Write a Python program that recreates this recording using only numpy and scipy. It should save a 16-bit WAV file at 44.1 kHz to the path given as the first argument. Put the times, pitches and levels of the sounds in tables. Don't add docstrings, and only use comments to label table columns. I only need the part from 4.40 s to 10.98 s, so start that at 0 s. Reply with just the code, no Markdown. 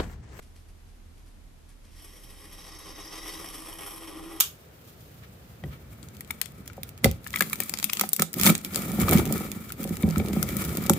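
import sys
import numpy as np
from scipy import signal
from scipy.fft import rfft, irfft, next_fast_len
from scipy.io import wavfile

SR = 44100
rng = np.random.default_rng(int(sys.argv[2]) if len(sys.argv) > 2 else 0)


def generate_wav(sig):
    pcm = np.round(np.clip(np.atleast_2d(sig).T, -1, 1) * 32767).astype(np.int16)
    wavfile.write(sys.argv[1], SR, pcm)


N = 290178

# (frequency [Hz], density [dB])
AIR_SPECTRUM = [(76, -15), (130, -9.5), (259, -10.5), (344, -10.5), (388, -7.5), (645, -11.5), (947, -18),
                (1390, -17), (3910, -26.5), (14900, -40), (16500, -23.5)]
# (frequency [Hz], correlation [-1..1])
AIR_LIKENESS = [(60, -0.54), (240, 0.94), (950, -0.11), (3770, -0.066), (15000, -0.56)]
# (time [s], level [dB])
RUMBLE_FLOOR = [(0, -55), (1.2, -48.5), (2.9, -47.5), (3.6, -87), (4.9, -43.5), (5.5, -49), (6.25, -36),
                (6.575, -42)]
# (time [s], level [dB])
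THUDS = [(1.26, -31), (2.67, -22.5)]
# (time [s], level [dB])
LOCK_TICKS = [(.002, -9), (.0065, -4), (0.013, -42)]
# (frequency [Hz], density [dB])
STEEL_SPECTRUM = [(470, -65), (800, -19), (1380, -13), (2380, -11.5), (2800, -1.5), (4260, -9), (7060, -4),
                  (10900, -5), (13300, 3.5), (16500, 1)]
# (time [s], level [dB], Gaussian half-width [s], share through the flaps [0..1])
RUSTLES = [(0.67, -55.5, 0.86, 0), (.49, -52, 0.014, 0.3), (.84, -45, 0.016, 0.8),
           (1.33, -46.5, 0.032, 0.73)]
# (frequency [Hz], density [dB])
SLEEVE_SPECTRUM = [(1000, -25), (3000, -12), (10000, -16), (14000, -9), (16500, -7)]
# (time [s], pressure as box drumming [dB], tearing as tape hiss [dB])
DRAG = [(1.12, -80, -63), (1.2, -59, -59.5), (2.1, -51.5, -55), (2.6, -58, -64), (2.8, -56, -61),
        (2.92, -44, -38.5), (3.3, -43.5, -39.5), (3.46, -46, -42), (3.58, -47, -40), (3.78, -54, -52),
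        (3.9, -53.5, -75), (3.97, -36, -37), (4.07, -29, -22), (4.22, -46, -49.5), (4.38, -35, -36),
        (4.55, -32, -33), (4.73, -21, -27), (4.85, -28.5, -34.5), (5.24, -44.5, -48), (5.45, -38.5, -41.5),
        (5.72, -32, -40), (6, -34, -39.5), (6.27, -35, -37), (6.575, -35, -44.5)]
# (time [s], length [s], drumming level [dB])
LURCHES = [(2.649, 0.0096, -20.5), (3.796, 0.026, -29), (4.092, 0.016, -18)]
# (frequency [Hz], width [Hz], level [dB])
FLAP_MODES = [(1244, 206, 3), (1414, 131, 2.5), (1800, 240, -4.5), (2300, 100, 3), (3180, 1100, -11.5)]
# (frequency [Hz], density [dB])
TAPE_SPECTRUM = [(1470, -11.5), (2500, -2), (3050, -6.5), (3320, -2), (4140, -5), (6050, -4.5), (7150, 0),
                 (9490, -1), (14300, 4.5), (15400, 6), (16500, 3)]
# (time [s], level [dB], hardness [0..1])
JOLTS = [(1.237, -31.5, 0.87), (2.379, -34, 1), (2.643, -9.5, 0.7), (2.656, -11, 0.94),
         (3.011, -20.5, 0.78), (3.2, -33, 1), (3.612, -25.5, 0.82), (3.637, -34, 1), (3.796, -14.5, 0.58),
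         (3.82, -25.5, 0.93), (4.009, -16, 0), (4.065, -6.5, 0.6), (4.074, -29, 1), (4.098, -20.5, 1),
         (4.361, -25, 0.9), (4.584, -12, 0.5), (4.633, -32, 0.3), (4.687, -23, 0.3), (4.724, -14, 0.82),
         (4.744, -5, 0.4), (4.865, -23, 0.77), (4.948, -24, 0.3), (5.047, -25, 0.6), (5.394, -20.5, 0.36),
         (5.451, -19, 0.62), (5.503, -13.5, 0.35), (5.634, -3.5, 0.06), (5.676, -12, 0.4), (5.765, -6.5, 0),
         (5.799, -13, 0.55), (5.848, -28, 0.7), (5.912, -18.5, 0.4), (5.964, -10.5, 0.58),
         (6.499, -1, 0.55)]
# (frequency [Hz], level [dB], T60 when jolted [s])
BOX_MODES = [(84.6, -16.5, 0.16), (163, -8.5, 0.23), (206.5, 0.5, 0.11), (257, -10.5, 0.078),
             (347.4, -6.5, 0.078), (406, -11.5, 0.068), (540.5, -7.5, 0.039), (759, -10, 0.029)]
# (time [s], level [dB], pitch [Hz])
POPS = [(1.238, -34, 1940), (1.808, -37.5, 1910), (1.9062, -21, 2210), (2.014, -28.5, 1920),
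        (2.2995, -37, 1420), (2.6436, -8, 2065), (2.865, -29, 1740), (2.9396, -19.5, 1980),
        (2.9588, -17, 2250), (2.972, -25, 1980), (3.007, -9, 1680), (3.0216, -18.5, 2090),
        (3.109, -35.5, 1220), (3.1307, -20, 2290), (3.2024, -26, 1840), (3.223, -28.5, 2290),
        (3.386, -39, 2330), (3.496, -21.5, 2500), (3.595, -22, 1280), (3.6118, -19.5, 1270),
        (3.6362, -20, 780), (3.794, -18, 1310), (3.8218, -20.5, 1290), (4.0636, -15.5, 905),
        (4.072, -11, 2160), (4.096, -14.5, 2310), (4.633, -26, 1210), (4.683, -15.5, 1230),
        (4.722, -18.5, 1250), (4.7728, -22.5, 2210), (5.3036, -31, 1400), (5.632, -27, 2260),
        (5.759, -23, 1330), (5.7988, -25.5, 2295), (6.0265, -26.5, 1390), (6.0893, -31, 1980),
        (6.496, -11, 850)]
# (time [s], level [dB], top over lower treble [dB])
SNAPS = [(1.629, -47, -11), (1.6859, -39.5, -4), (1.768, -41.5, -1), (1.8074, -23.5, 7.5), (1.847, -43, -6),
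         (1.876, -44, 0), (1.908, -19, 9), (2.0144, -13, 3), (2.058, -32, -1), (2.2769, -24.5, 1.5),
         (2.332, -42, -4), (2.4322, -20.5, 3.5), (2.491, -28.5, 7), (2.577, -34, 3), (2.6436, -2, 0),
         (2.7127, -21, 4.5), (2.843, -35, 0), (2.8727, -24.5, 11), (2.905, -29, 2), (2.9604, -16, 12),
         (3.0073, -6, 4), (3.022, -11, 4.5), (3.098, -22.5, 4), (3.1307, -11, 12), (3.2027, -12, 10),
         (3.2346, -19.5, 12), (3.2948, -15, 8), (3.3382, -20, -5.5), (3.3874, -20, -1.5),
         (3.3989, -23, -1.5), (3.4278, -18.5, -4), (3.442, -4.5, 11), (3.4982, -26.5, -7.5),
         (3.5324, -10.5, 3), (3.5505, -24, 6), (3.5703, -24, -8.5), (3.596, -12, -1), (3.6107, -2.5, 6),
         (3.6903, -16, 30), (3.732, -4.5, 32), (3.7638, -13, 9), (3.7964, -11, 4), (3.8205, -1.5, 6),
         (3.8248, -17, 7), (3.9305, -22.5, 20), (3.9398, -16.5, 4.5), (3.9844, -22, 14), (3.9975, -14.5, 0),
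         (4.0125, -8, 4), (4.0335, -4.5, 5), (4.0639, -11, -2), (4.0675, -8, 16), (4.075, -9.5, 0),
         (4.0948, -13, 13), (4.1008, -7, 7), (4.1516, -22, -8), (4.1787, -22.5, 16), (4.2476, -17.5, 0.5),
         (4.3457, -20.5, -2), (4.3583, -10, 1), (4.6155, -14, 27), (4.6916, -15, 16), (4.7107, -10, 12),
         (4.7303, -8, 7), (4.7345, -13, 20), (4.774, -17, 4), (4.8543, -20, 4), (4.9242, -13, 34),
         (4.979, -21.5, 22), (5.1165, -21, 1.5), (5.321, -18, 5.5), (5.4313, -23.5, 4), (5.4407, -19, 6),
         (5.4923, -25, 8), (5.5688, -22, 3), (5.6243, -22.5, 26), (5.781, -17.5, 25), (6.0279, -10.5, 10),
         (6.0888, -20, 3), (6.1677, -17, 35), (6.2196, -20, 11), (6.2496, -18.5, 7), (6.371, -13.5, 6),
         (6.4634, -19, 7), (6.4963, 0, 27), (6.5345, -15, 3.5)]
# (time [s], left over right [dB])
BLADE_SIDE = [(1.2, 18), (2.9, 1.5), (3.1, 4), (4.1, 0), (4.6, -2), (5.5, 2.5), (6.58, 1)]

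AIR_DB = -54
THUD_RISE_DB_PER_S, THUD_FALL_DB_PER_S = 450, 220
RUMBLE_DB_PER_PRESSURE_DB, RUMBLE_AT_FULL_DB = 1.307, 4.5
LOCK_T60_S = 0.024
LURCH_EDGE_DB_PER_S, LURCH_HISS_DB = 1500, -4
RASP_PRESSURE_SHARE, RASP_DB = 0.7, -9
CONTACT_HZ = 1430
DULL_HZ, DULL_BELOW_DB, DULL_SPAN_DB = 356, -53.5, 19
POP_T60_S = 0.022
CRACKLE_COUNT, CRACKLE_FROM_S = 70, 1.6
CRACKLE_OVER_HISS_DB, CRACKLE_SPREAD_DB, CRACKLE_BRIGHT_DB = 8, 3.5, 1.5
CRACK_T60_S, FLUTTER_T60_S, FLUTTER_DB = 0.0045, 0.03, -18
GARAGE_T60_S, GARAGE_DB, WALL_CUT_HZ = 0.22, -7.5, 6800
SNAP_ROOM_DB, POP_ROOM_DB, LOCK_ROOM_DB, BOX_ROOM_DB = -7, -12, 1.5, -8.5
LOW_CUT_HZ, TOP_CUT_HZ = 47.7, 16400


def amp(db):
    return 10 ** (np.asarray(db) / 20)


def unit(x):
    return x / np.sqrt(np.mean(x ** 2) + 1e-20)


def loudest(*levels_db):
    return 10 * np.log10(sum(amp(db) ** 2 for db in levels_db))


def in_time(rows):
    time_s, *columns = np.transpose(rows)
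    return [np.interp(np.arange(N) / SR, time_s, column) for column in columns]


def at_hz(points, hz):
    point_hz, value = np.array(points).T
    return np.interp(np.log(np.maximum(hz, 1)), np.log(point_hz), value)


def colour(x, points):
    gain = amp(at_hz(points, np.linspace(0, SR / 2, 513)))
    cepstrum = irfft(np.log(gain))
    cepstrum[1:512] *= 2
    cepstrum[513:] = 0
    taps = irfft(np.exp(rfft(cepstrum)))[:512]
    taps = taps / np.linalg.norm(taps)
    return signal.oaconvolve(np.atleast_2d(x), taps[None], axes=1)[:, :N]


def drift(rate_hz):
    r = np.exp(-2 * np.pi * rate_hz / SR)
    noise = rng.standard_normal(N + SR)
    return unit(signal.lfilter([1], [1, -2 * r, r * r], noise)[SR:])


def grains(per_s, spread_db):
    size_db = spread_db * np.minimum(rng.exponential(1, N), 4)
    sizes = amp(size_db) * rng.choice([-1, 1], N)
    return unit(sizes * (rng.random(N) < per_s / SR))


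def pair(alike):
    mid, side = rng.standard_normal((2, N))
    alike = np.clip(alike, -1, 1)
    return (np.sqrt(1 + alike) * mid + np.sqrt(1 - alike) * side * [[1], [-1]]) / np.sqrt(2)


def bursts(times_s, gains, t60_s):
    clicks = np.full((2, N), 1e-18)
    at = (np.asarray(times_s) * SR).astype(int)
    np.add.at(clicks, (slice(None), at), gains)
    return signal.lfilter([1], [1, -amp(-60 / (t60_s * SR))], clicks)


def strike(force, hz, t60_s):
    r, w = amp(-60 / (t60_s * SR)), 2 * np.pi * hz / SR
    return signal.lfilter([0, np.sin(w)], [1, -2 * r * np.cos(w), r * r], force + 1e-18)


def flaps(x):
    out, power = 0, 0
    for k, (hz, width_hz, db) in enumerate(FLAP_MODES):
        r = np.exp(-np.pi * width_hz / SR)
        b = np.array([1, 0, -1]) * (1 - r * r) / 2
        a = [1, -2 * r * np.cos(2 * np.pi * hz / SR), r * r]
        out = out + (-1) ** k * amp(db) * signal.lfilter(b, a, x)
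        power += amp(db) ** 2 * np.pi * width_hz / SR
    return out / np.sqrt(power)


def place(times_s, sounds):
    out = np.zeros((2, N + SR))
    for s, sound in zip(times_s, sounds):
        start = int(s * SR)
        out[:, start:start + sound.shape[1]] += sound
    return out[:, :N]


def air():
    size = next_fast_len(N)
    hz = np.linspace(0, SR / 2, size // 2 + 1)
    mid, side = rfft(rng.standard_normal((2, size)))
    alike = np.clip(at_hz(AIR_LIKENESS, hz), -1, 1)
    both = np.sqrt(1 + alike) * mid + np.sqrt(1 - alike) * side * [[1], [-1]]
    noise = irfft(both * amp(at_hz(AIR_SPECTRUM, hz)), size)[:, :N]
    return amp(AIR_DB) * unit(noise)


def rumble():
    t = np.arange(N) / SR
    thuds_db = [db - np.maximum(THUD_RISE_DB_PER_S * (s - t), THUD_FALL_DB_PER_S * (t - s))
                for s, db in THUDS]
    shaken_db = RUMBLE_AT_FULL_DB + RUMBLE_DB_PER_PRESSURE_DB * in_time(DRAG)[0]
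    level_db = loudest(in_time(RUMBLE_FLOOR)[0], shaken_db, *thuds_db)
    band = signal.butter(2, [55, 150], "band", fs=SR, output="sos")
    return amp(level_db) * unit(signal.sosfilt(band, pair(alike=0.97)))


def lock():
    s, db = np.transpose(LOCK_TICKS)
    return colour(bursts(s, amp(db), LOCK_T60_S) * pair(alike=0.18), STEEL_SPECTRUM)


def sleeve():
    t, out = np.arange(N) / SR, 0
    rubbing = amp(2.0 * drift(rate_hz=25)) * pair(alike=0.05)
    cloth, card = colour(rubbing, SLEEVE_SPECTRUM), flaps(rubbing)
    for s, db, width_s, share in RUSTLES:
        swell = amp(db) * np.exp(-((t - s) / width_s) ** 2)
        out = out + swell * (cloth + np.clip(share, 0, 1) * (card - cloth))
    return out


def stroke():
    t = np.arange(N) / SR
    drum_db, hiss_db = in_time(DRAG)
    for s, length_s, db in LURCHES:
        outside_s = np.maximum(0, np.maximum(s - t, t - s - length_s))
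        lurch_db = db - LURCH_EDGE_DB_PER_S * outside_s
        drum_db = loudest(drum_db, lurch_db)
        hiss_db = loudest(hiss_db, lurch_db + LURCH_HISS_DB)
    return drum_db, hiss_db


def scrape(rasp_db, hiss_db, grip):
    clumps = grip * amp(2.84 * drift(rate_hz=13.6))
    tears = np.abs(grains(per_s=320, spread_db=7))
    tearing = signal.lfilter([1], [1, -.95], tears) + 26.0
    fibres = grains(per_s=1100, spread_db=5.0) * [[1.], [.8]]
    rasp = unit(flaps(clumps * (fibres + 1.43 * pair(alike=0.033))))
    hiss = unit(colour(np.sqrt(grip) * clumps * tearing * pair(alike=0.016), TAPE_SPECTRUM))
    return amp(rasp_db) * rasp * amp([[2.5], [-2.5]]) + amp(hiss_db) * hiss


def box(drum_db, grip):
    s, db, hard = np.transpose(JOLTS)
    chance_db = rng.normal(0, 2.5, (len(s), len(BOX_MODES)))
    drag, jolts = 0, 0
    tugs = grains(per_s=400, spread_db=2.5) * grip ** 1.5
    for k, (hz, mode_db, t60_s) in enumerate(BOX_MODES):
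        force = np.zeros(N)
        at = ((s + 0.64 / hz) * SR).astype(int)
        tilt_db = 17.7 * (hard - .5) * np.log2(hz / 200)
        force[at] = (-1) ** k * amp(db + mode_db - 9.0 + tilt_db + chance_db[:, k])
        jolts = jolts + strike(force, hz, t60_s)
        drag = drag + amp(mode_db) * strike(tugs * rng.standard_normal(N), hz, 0.49 * t60_s)
    jolts = signal.sosfilt(signal.butter(2, CONTACT_HZ, fs=SR, output="sos"), jolts)
    drag = signal.sosfilt(signal.butter(2, [130, 1500], "band", fs=SR, output="sos"), drag)
    dull = signal.sosfilt(signal.butter(2, DULL_HZ, fs=SR, output="sos"), drag)
    upper = np.clip((drum_db - DULL_BELOW_DB) / DULL_SPAN_DB, .15, 1)
    return jolts + amp(drum_db) * unit(dull + upper * (drag - dull))


def pops():
    t, sounds = np.arange(SR // 10) / SR, []
    shape = amp(-60 * t / POP_T60_S) * (1 - np.exp(-t / 0.00018))
    for s, db, hz in POPS:
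        detune, lead, phase = rng.uniform(size=3)
        turn = 2 * np.pi * hz * t + np.array([[1.68 * lead], [0]])
        second = np.sin(turn * (1.6 + 0.11 * detune) + 2 * np.pi * phase)
        ring = np.sin(turn) + 0.32 * second
        rough = 0.83 * flaps(rng.standard_normal((2, len(t))))
        sounds.append(amp(db + np.array([[2.5], [-2.5]])) * shape * (ring + rough))
    return place(np.transpose(POPS)[0], sounds)


def crackle(hiss_db):
    when, size, tone = rng.uniform(size=(CRACKLE_COUNT, 3)).T
    s = CRACKLE_FROM_S + when * (N / SR - CRACKLE_FROM_S)
    extra_db = CRACKLE_OVER_HISS_DB - CRACKLE_SPREAD_DB * np.log(1 - size * .95)
    db = hiss_db[(s * SR).astype(int)] + extra_db
    return list(zip(s, db, CRACKLE_BRIGHT_DB + 12 * (tone - .5)))


def snaps(rows):
    t, sounds = np.arange(SR // 10) / SR, []
    decay = amp(-60 * t / CRACK_T60_S) + amp(FLUTTER_DB - 60 * t / FLUTTER_T60_S)
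    shape = decay * np.clip(t / 0.00067, 0, 1) ** 2
    low = signal.butter(2, 8000, fs=SR, output="sos")
    for s, db, bright_db in rows:
        pan_db = np.interp(s, *np.transpose(BLADE_SIDE)) + rng.uniform(-11, 11)
        noise = rng.standard_normal((2, len(t)))
        noise[:, :60] /= np.sqrt(np.mean(noise[:, :60] ** 2, axis=1, keepdims=True))
        crack = noise * shape
        tilted = crack + (amp(6.5 - bright_db) - 1) * signal.sosfilt(low, crack)
        strength = np.sqrt(2 / (1 + .5 * amp(-14.0 - bright_db) ** 2))
        side_db = np.array([[.5], [-.5]]) * pan_db
        sounds.append(amp(db + 3.5 + side_db) * strength * tilted)
    return colour(place(np.transpose(rows)[0], sounds), TAPE_SPECTRUM)


def garage(x):
    t = np.arange(SR // 2) / SR
    decay = amp(-60 * t / GARAGE_T60_S) * np.clip(t / 0.00043, 0, 1)
    tail = rng.standard_normal((2, len(t))) * decay
    tail = signal.sosfilt(signal.butter(1, WALL_CUT_HZ, fs=SR, output="sos"), tail)
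    tail = tail / np.linalg.norm(tail, axis=1, keepdims=True)
    return amp(GARAGE_DB) * signal.oaconvolve(x, tail, axes=1)[:, :N]


def scene():
    drum_db, hiss_db = stroke()
    rasp_db = RASP_DB + RASP_PRESSURE_SHARE * drum_db + (1 - RASP_PRESSURE_SHARE) * hiss_db
    grip = amp(1.64 * drift(rate_hz=24.0))
    click = lock()
    cutting = scrape(rasp_db, hiss_db, grip) + snaps(list(SNAPS) + crackle(hiss_db))
    hollow = box(drum_db, grip) * np.ones((2, 1))
    flap = pops()
    to_room = amp(SNAP_ROOM_DB) * cutting + amp(POP_ROOM_DB) * flap
    to_room = to_room + amp(LOCK_ROOM_DB) * click + amp(BOX_ROOM_DB) * hollow
    near = cutting + flap + click + hollow
    return near + garage(to_room) + air() + rumble() + sleeve()


def record(dry):
    dry = signal.sosfilt(signal.butter(4, LOW_CUT_HZ, "high", fs=SR, output="sos"), dry)
    rounded = np.tanh(dry)
    return signal.sosfilt(signal.cheby2(14, 75, TOP_CUT_HZ, fs=SR, output="sos"), rounded)


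dry = scene()
out = record(dry)
generate_wav(out)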